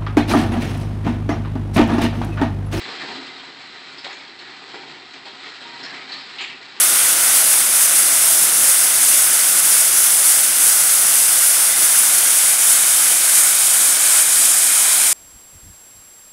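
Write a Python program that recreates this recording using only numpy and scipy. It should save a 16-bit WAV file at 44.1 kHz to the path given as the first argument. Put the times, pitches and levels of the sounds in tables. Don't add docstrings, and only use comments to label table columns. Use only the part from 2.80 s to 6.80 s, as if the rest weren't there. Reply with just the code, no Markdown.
import sys
import numpy as np
from scipy import signal
from scipy.fft import rfft, irfft, next_fast_len
from scipy.io import wavfile
from scipy.ndimage import map_coordinates

SR = 44100
rng = np.random.default_rng(int(sys.argv[2]) if len(sys.argv) > 2 else 0)


def master_out(mix):
    frames = np.transpose(np.atleast_2d(mix))
    ceiling = np.clip(frames, -1, 1)
    pcm = np.round(ceiling * 32767).astype(np.int16)
    wavfile.write(sys.argv[1], SR, pcm)


N = 176400

# frequency_hz, level_db
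ROOM_TONE = [(20, -2.5), (50, -15.5), (130, 9), (400, -2.5), (2000, -18.5), (8000, -25.5)]
# frequency_hz, fade_s
ECHO_TIMES = [(150, 0.43), (1000, 0.44), (4000, 0.38), (8000, 0.28)]
# frequency_hz, gain_db
POT_TONE = [(20, -34), (45, -17.5), (80, -28.5), (125, -13), (230, -7), (330, -1.5), (530, -8.5), (720, -2),
            (1130, -5.5), (1500, -3.5), (1900, 1), (2850, -3.5), (3600, -2), (4200, 1.5), (4700, -4.5),
            (5350, -9), (5700, -18.5), (6400, -19), (8000, -17.5), (9000, -47)]
# pitch_hz, width_hz, boost_db
WALL_RESONANCES = [(118.5, 10, 2.5), (153, 45, 6), (270, 24, 9.5), (380.5, 63, 6), (788.3, 24, 6.5),
                   (937.6, 33, 9), (1095, 26, 2), (1223, 28, 6.5), (1278, 15, 6), (1421, 32, 4.5),
                   (2017, 39, 2), (2278, 23, 5.5), (2655, 6.7, 0.5), (3230, 40, 7), (4300, 29, -1.5)]
# start_s, length_s, pitch_hz, level_db
WALL_NOTES = [(2.82, 0.19, 942, -47), (2.875, 0.12, 2008, -49.5), (3.042, 0.068, 1082, -48.5)]
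# start_s, level_db, centre_hz, half_width_octaves
BASE_KNOCKS = [(1.2461, -5.5, 3500, 1.7), (1.249, -1.5, 3950, 0.17), (1.256, -8.5, 1500, 1.6),
               (1.267, 0, 700, 0.83), (1.308, -11, 2000, 0.66), (1.942, 3, 400, 0.34),
               (1.944, 1, 1000, 0.6), (1.956, 1.5, 450, .4), (2.036, -3.5, 950, .4), (2.055, -5, 292, 0.22),
               (3.037, -2.5, 6000, 0.32), (3.127, -13, 2000, 0.85), (3.338, -4, 4230, 0.095),
               (3.586, -7, 4430, .4), (3.608, -1, 1400, 0.79), (3.616, -8.5, 3200, 2.3),
               (3.647, 0.5, 2700, .4), (3.679, -5, 2900, 0.28)]
# start_s, length_s, rattle_db, pitch_hz, cavity_db, overtone_ratio, overtone_db
STEAM_POCKETS = [(0.061, 0.048, -39, 470, -27, 2.4, -21.5), (0.194, 0.026, -40, 1880, -25, 1.3, -39),
                 (0.289, 0.11, -47, 288, -25, 4.35, -28.5), (0.596, 0.013, -42.5, 1210, -31, 2.5, -38),
                 (0.803, 0.029, -47, 1800, -42, 2.4, -38), (1.179, 0.014, -43.5, 4060, -43, 1.27, -26),
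                 (1.243, 0.027, -34.5, 585, -24.5, 6.5, -31), (1.297, 0.019, -39, 960, -29, 1.74, -27),
                 (1.327, 0.012, -40, 2500, -38, 2.65, -24), (1.352, 0.082, -50, 2380, -37, 0.99, -46),
                 (1.59, 0.03, -40.5, 1790, -40, 2.3, -37), (1.613, 0.084, -61, 1740, -37, 1.1, -36),
                 (1.934, 0.027, -37.5, 391, -22.5, 2.02, -26), (2.335, 0.008, -38, 1990, -31.5, 3.2, -29.5),
                 (2.453, 0.035, -38.5, 843, -29.5, 5, -31.5), (2.63, 0.061, -37.5, 1740, -43, 1.27, -41),
                 (2.807, 0.017, -38, 1800, -36, 2.6, -39), (3.029, 0.036, -41.5, 1785, -26.5, 3.1, -21),
                 (3.074, 0.027, -45.5, 1680, -27.5, 1.17, -30),
                 (3.142, 0.053, -44.5, 1220, -35.5, 1.7, -32.5),
                 (3.288, 0.021, -42, 1850, -32, 2.25, -29.5), (3.316, 0.031, -37, 1840, -33, 2.37, -18.5),
                 (3.384, .025, -46, 2060, -41, 2.4, -27.5), (3.585, 0.018, -38, 2780, -18.5, 1.3, -24.5),
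                 (3.609, 0.015, -35.5, 2670, -19, 2.6, -19.5),
                 (3.635, 0.014, -42, 2550, -23.5, 2.85, -27.5), (3.7, 0.02, -49, 2050, -29.5, 1.3, -26)]
# time_s, sizzle_db, rumble_db
SIMMER_LEVELS = [(0, -33, -37), (.08, -34.5, -31.5), (.16, -34.5, -41), (.22, -33.5, -30),
                 (.36, -34.5, -36), (.46, -37, -36.5), (.7, -40.5, -40), (1.03, -40, -43), (1.2, -39, -43),
                 (1.351, -39.5, -43), (1.54, -42.5, -41), (1.659, -40.5, -41.5), (1.85, -39, -39),
                 (2.099, -39, -38.5), (2.25, -40.5, -44), (2.41, -41, -42), (2.67, -39.5, -42.5),
                 (2.78, -40.5, -43), (2.98, -38, -37), (3.16, -36.5, -37), (3.26, -38.5, -40.5),
                 (3.42, -38, -41.5), (3.54, -38, -43), (3.72, -39, -42), (3.8, -39.5, -39),
                 (4, -39.5, -41.5)]


def amp(db):
    return 10 ** (np.asarray(db) / 20)


def unit(x):
    return x / np.sqrt(np.mean(x ** 2) + 1e-20)


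def along(points, hz):
    f, values = np.transpose(points)
    return np.interp(np.log(hz + 1), np.log(f + 1), values)


def filtered(x, response):
    size = 2 * next_fast_len((N + SR) // 2)
    return irfft(rfft(x, size) * response(np.fft.rfftfreq(size, 1 / SR)), size)[..., :N]


def causal(db):
    cepstrum = irfft(np.log(amp(db)))
    half = len(cepstrum) // 2
    return np.exp(rfft(np.r_[cepstrum[0], 2 * cepstrum[1:half], np.zeros(half)]))


def resonance(f, hz, q):
    return 1j * f * hz / q / (hz * hz - f * f + 1j * f * hz / q)


def wobble(per_s):
    return map_coordinates(rng.standard_normal(N // 100), [np.arange(N) * per_s / SR])


def collapses(per_s, scatter_db, size):
    strength = amp(scatter_db * np.clip(rng.standard_normal(size), -2, 2))
    return unit((rng.random(size) < per_s / SR) * strength * rng.choice([-1, 1], size))


def room_tone(level_db=-65):
    return amp(level_db) * unit(filtered(rng.standard_normal(N), lambda f: amp(along(ROOM_TONE, f))))


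def kitchen(tail_db=1, early_db=-1.5, early_s=0.011):
    hz, t, spectrum = signal.stft(rng.standard_normal(SR // 2), SR, nperseg=256)
    tail = signal.istft(spectrum * amp(-60 * t / along(ECHO_TIMES, hz)[:, None]), SR, nperseg=256)[1]
    early = rng.standard_normal(len(tail)) * np.exp(-np.arange(len(tail)) / SR / early_s)
    path = amp(tail_db) * tail / np.linalg.norm(tail) + amp(early_db) * early / np.linalg.norm(early)
    path[0] += 1
    return path / np.linalg.norm(path)


def pot(f):
    wall_db = sum(boost_db / (1 + (2 * (f - hz) / width) ** 2) for hz, width, boost_db in WALL_RESONANCES)
    db = along(POT_TONE, f) + wall_db
    return causal(db) / np.sqrt(np.mean(amp(db) ** 2))


def singing_wall(attack_s=0.031, fade_s=0.3, waver_hz=4.02, waver_db=1.3):
    out, t = np.zeros(N), np.arange(N) / SR
    for start, length, hz, db in WALL_NOTES:
        rise = np.clip((t - start) / attack_s, 0, 1)
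        fall = amp(-60 * np.maximum(t - start - length, 0) / fade_s)
        phase = 2 * np.pi * np.cumsum(hz + waver_hz * wobble(per_s=40)) / SR
        out += amp(db + waver_db * wobble(per_s=40)) * rise * fall * np.sqrt(2) * np.sin(phase)
    return out


def steel_pings(per_s=110, low_hz=798.6, high_hz=4417, spread_db=3.5, attack_s=0.003, fade_s=0.098):
    out, t = np.zeros(N + SR), np.arange(SR // 8) / SR
    times, sizzle_db, _ = np.transpose(SIMMER_LEVELS)
    rise = 1 - np.exp(-t / attack_s)
    for when, pitch, strength in rng.random((int(per_s * N / SR), 3)):
        hz = low_hz + (high_hz - low_hz) * pitch
        db = np.interp(when * N / SR, times, sizzle_db) - 11 + spread_db * (strength - .5)
        out[int(when * N):][:len(t)] += amp(db - 60 * t / fade_s) * rise * np.sin(2 * np.pi * hz * t)
    return signal.fftconvolve(out[:N], kitchen())[:N]


def base_knocks():
    out = np.zeros(N + 2 * SR)
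    octave = np.log2(np.fft.rfftfreq(SR // 4 * 2, 1 / SR) + 1)
    for start, db, hz, half_width in BASE_KNOCKS:
        colour_db = -10 * np.log10(1 + ((octave - np.log2(hz)) / half_width) ** 4)
        blow = irfft(causal(db + colour_db))[:SR // 10]
        heard = signal.fftconvolve(blow, kitchen())
        out[round(start * SR):][:len(heard)] += heard
    return out[:N]


def steam_pockets(attack_s=0.0005, release_s=0.0069, low_cut_hz=380, cavity_q=6.16):
    out, t = np.zeros(N + 2 * SR), np.arange(SR // 4) / SR
    f = np.fft.rfftfreq(2 * len(t), 1 / SR)
    for start, length, rattle_db, hz, cavity_db, ratio, overtone_db in STEAM_POCKETS:
        rise = 1 - np.exp(-t / attack_s)
        accent = 1 + 0.97 * np.exp(-t / 0.0024)
        shape = rise * accent * np.exp(-np.maximum(t - length, 0) / release_s)
        clicks = collapses(per_s=1500, scatter_db=2, size=len(t))
        volley = unit(shape * clicks) * np.sqrt(np.mean(shape ** 2))
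        rattle = amp(rattle_db) ** 2 / (1 + (low_cut_hz / (f + 1)) ** 2)
        cavity = abs(amp(cavity_db) * resonance(f, hz, cavity_q)) ** 2
        overtone = abs(amp(overtone_db) * resonance(f, hz * ratio, 1.9 * cavity_q)) ** 2
        colour = causal(10 * np.log10(rattle + cavity + overtone))
        burst = irfft(rfft(volley, 2 * len(t)) * colour)[:len(t)]
        heard = signal.fftconvolve(burst, kitchen())
        out[round(start * SR):][:len(heard)] += heard
    return out[:N]


def simmer(small_per_s=1500, large_per_s=420, split_hz=970, spots=6):
    lead = SR // 4
    times, *levels = np.transpose(SIMMER_LEVELS)
    clumps_db = 0.88 * wobble(per_s=45)
    gains = [amp(np.interp(np.arange(N) / SR, times, db) + clumps_db) for db in levels]
    small_gain, large_gain = [np.pad(gain, (lead, 0), 'edge') for gain in gains]
    high, low = [signal.butter(2, split_hz, kind, fs=SR, output='sos') for kind in ('high', 'low')]
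    out = np.zeros(N)
    for _ in range(spots):
        small = small_gain * collapses(small_per_s / spots, scatter_db=3, size=N + lead)
        large = large_gain * collapses(large_per_s / spots, scatter_db=3, size=N + lead)
        bubbles = signal.sosfilt(high, small) + signal.sosfilt(low, large)
        out += signal.fftconvolve(bubbles, kitchen())[lead:lead + N]
    return out / np.sqrt(spots)


def scene():
    hush = room_tone()
    pot_sounds = filtered(simmer() + steam_pockets() + base_knocks() + steel_pings(), pot)
    return (pot_sounds + singing_wall() + hush)[None]


def record(dry):
    top_hz, slope_width_hz = 8400, 400
    return filtered(dry, lambda f: np.clip((top_hz - f) / slope_width_hz + .5, 0, 1))


dry = scene()
out = record(dry)
master_out(out)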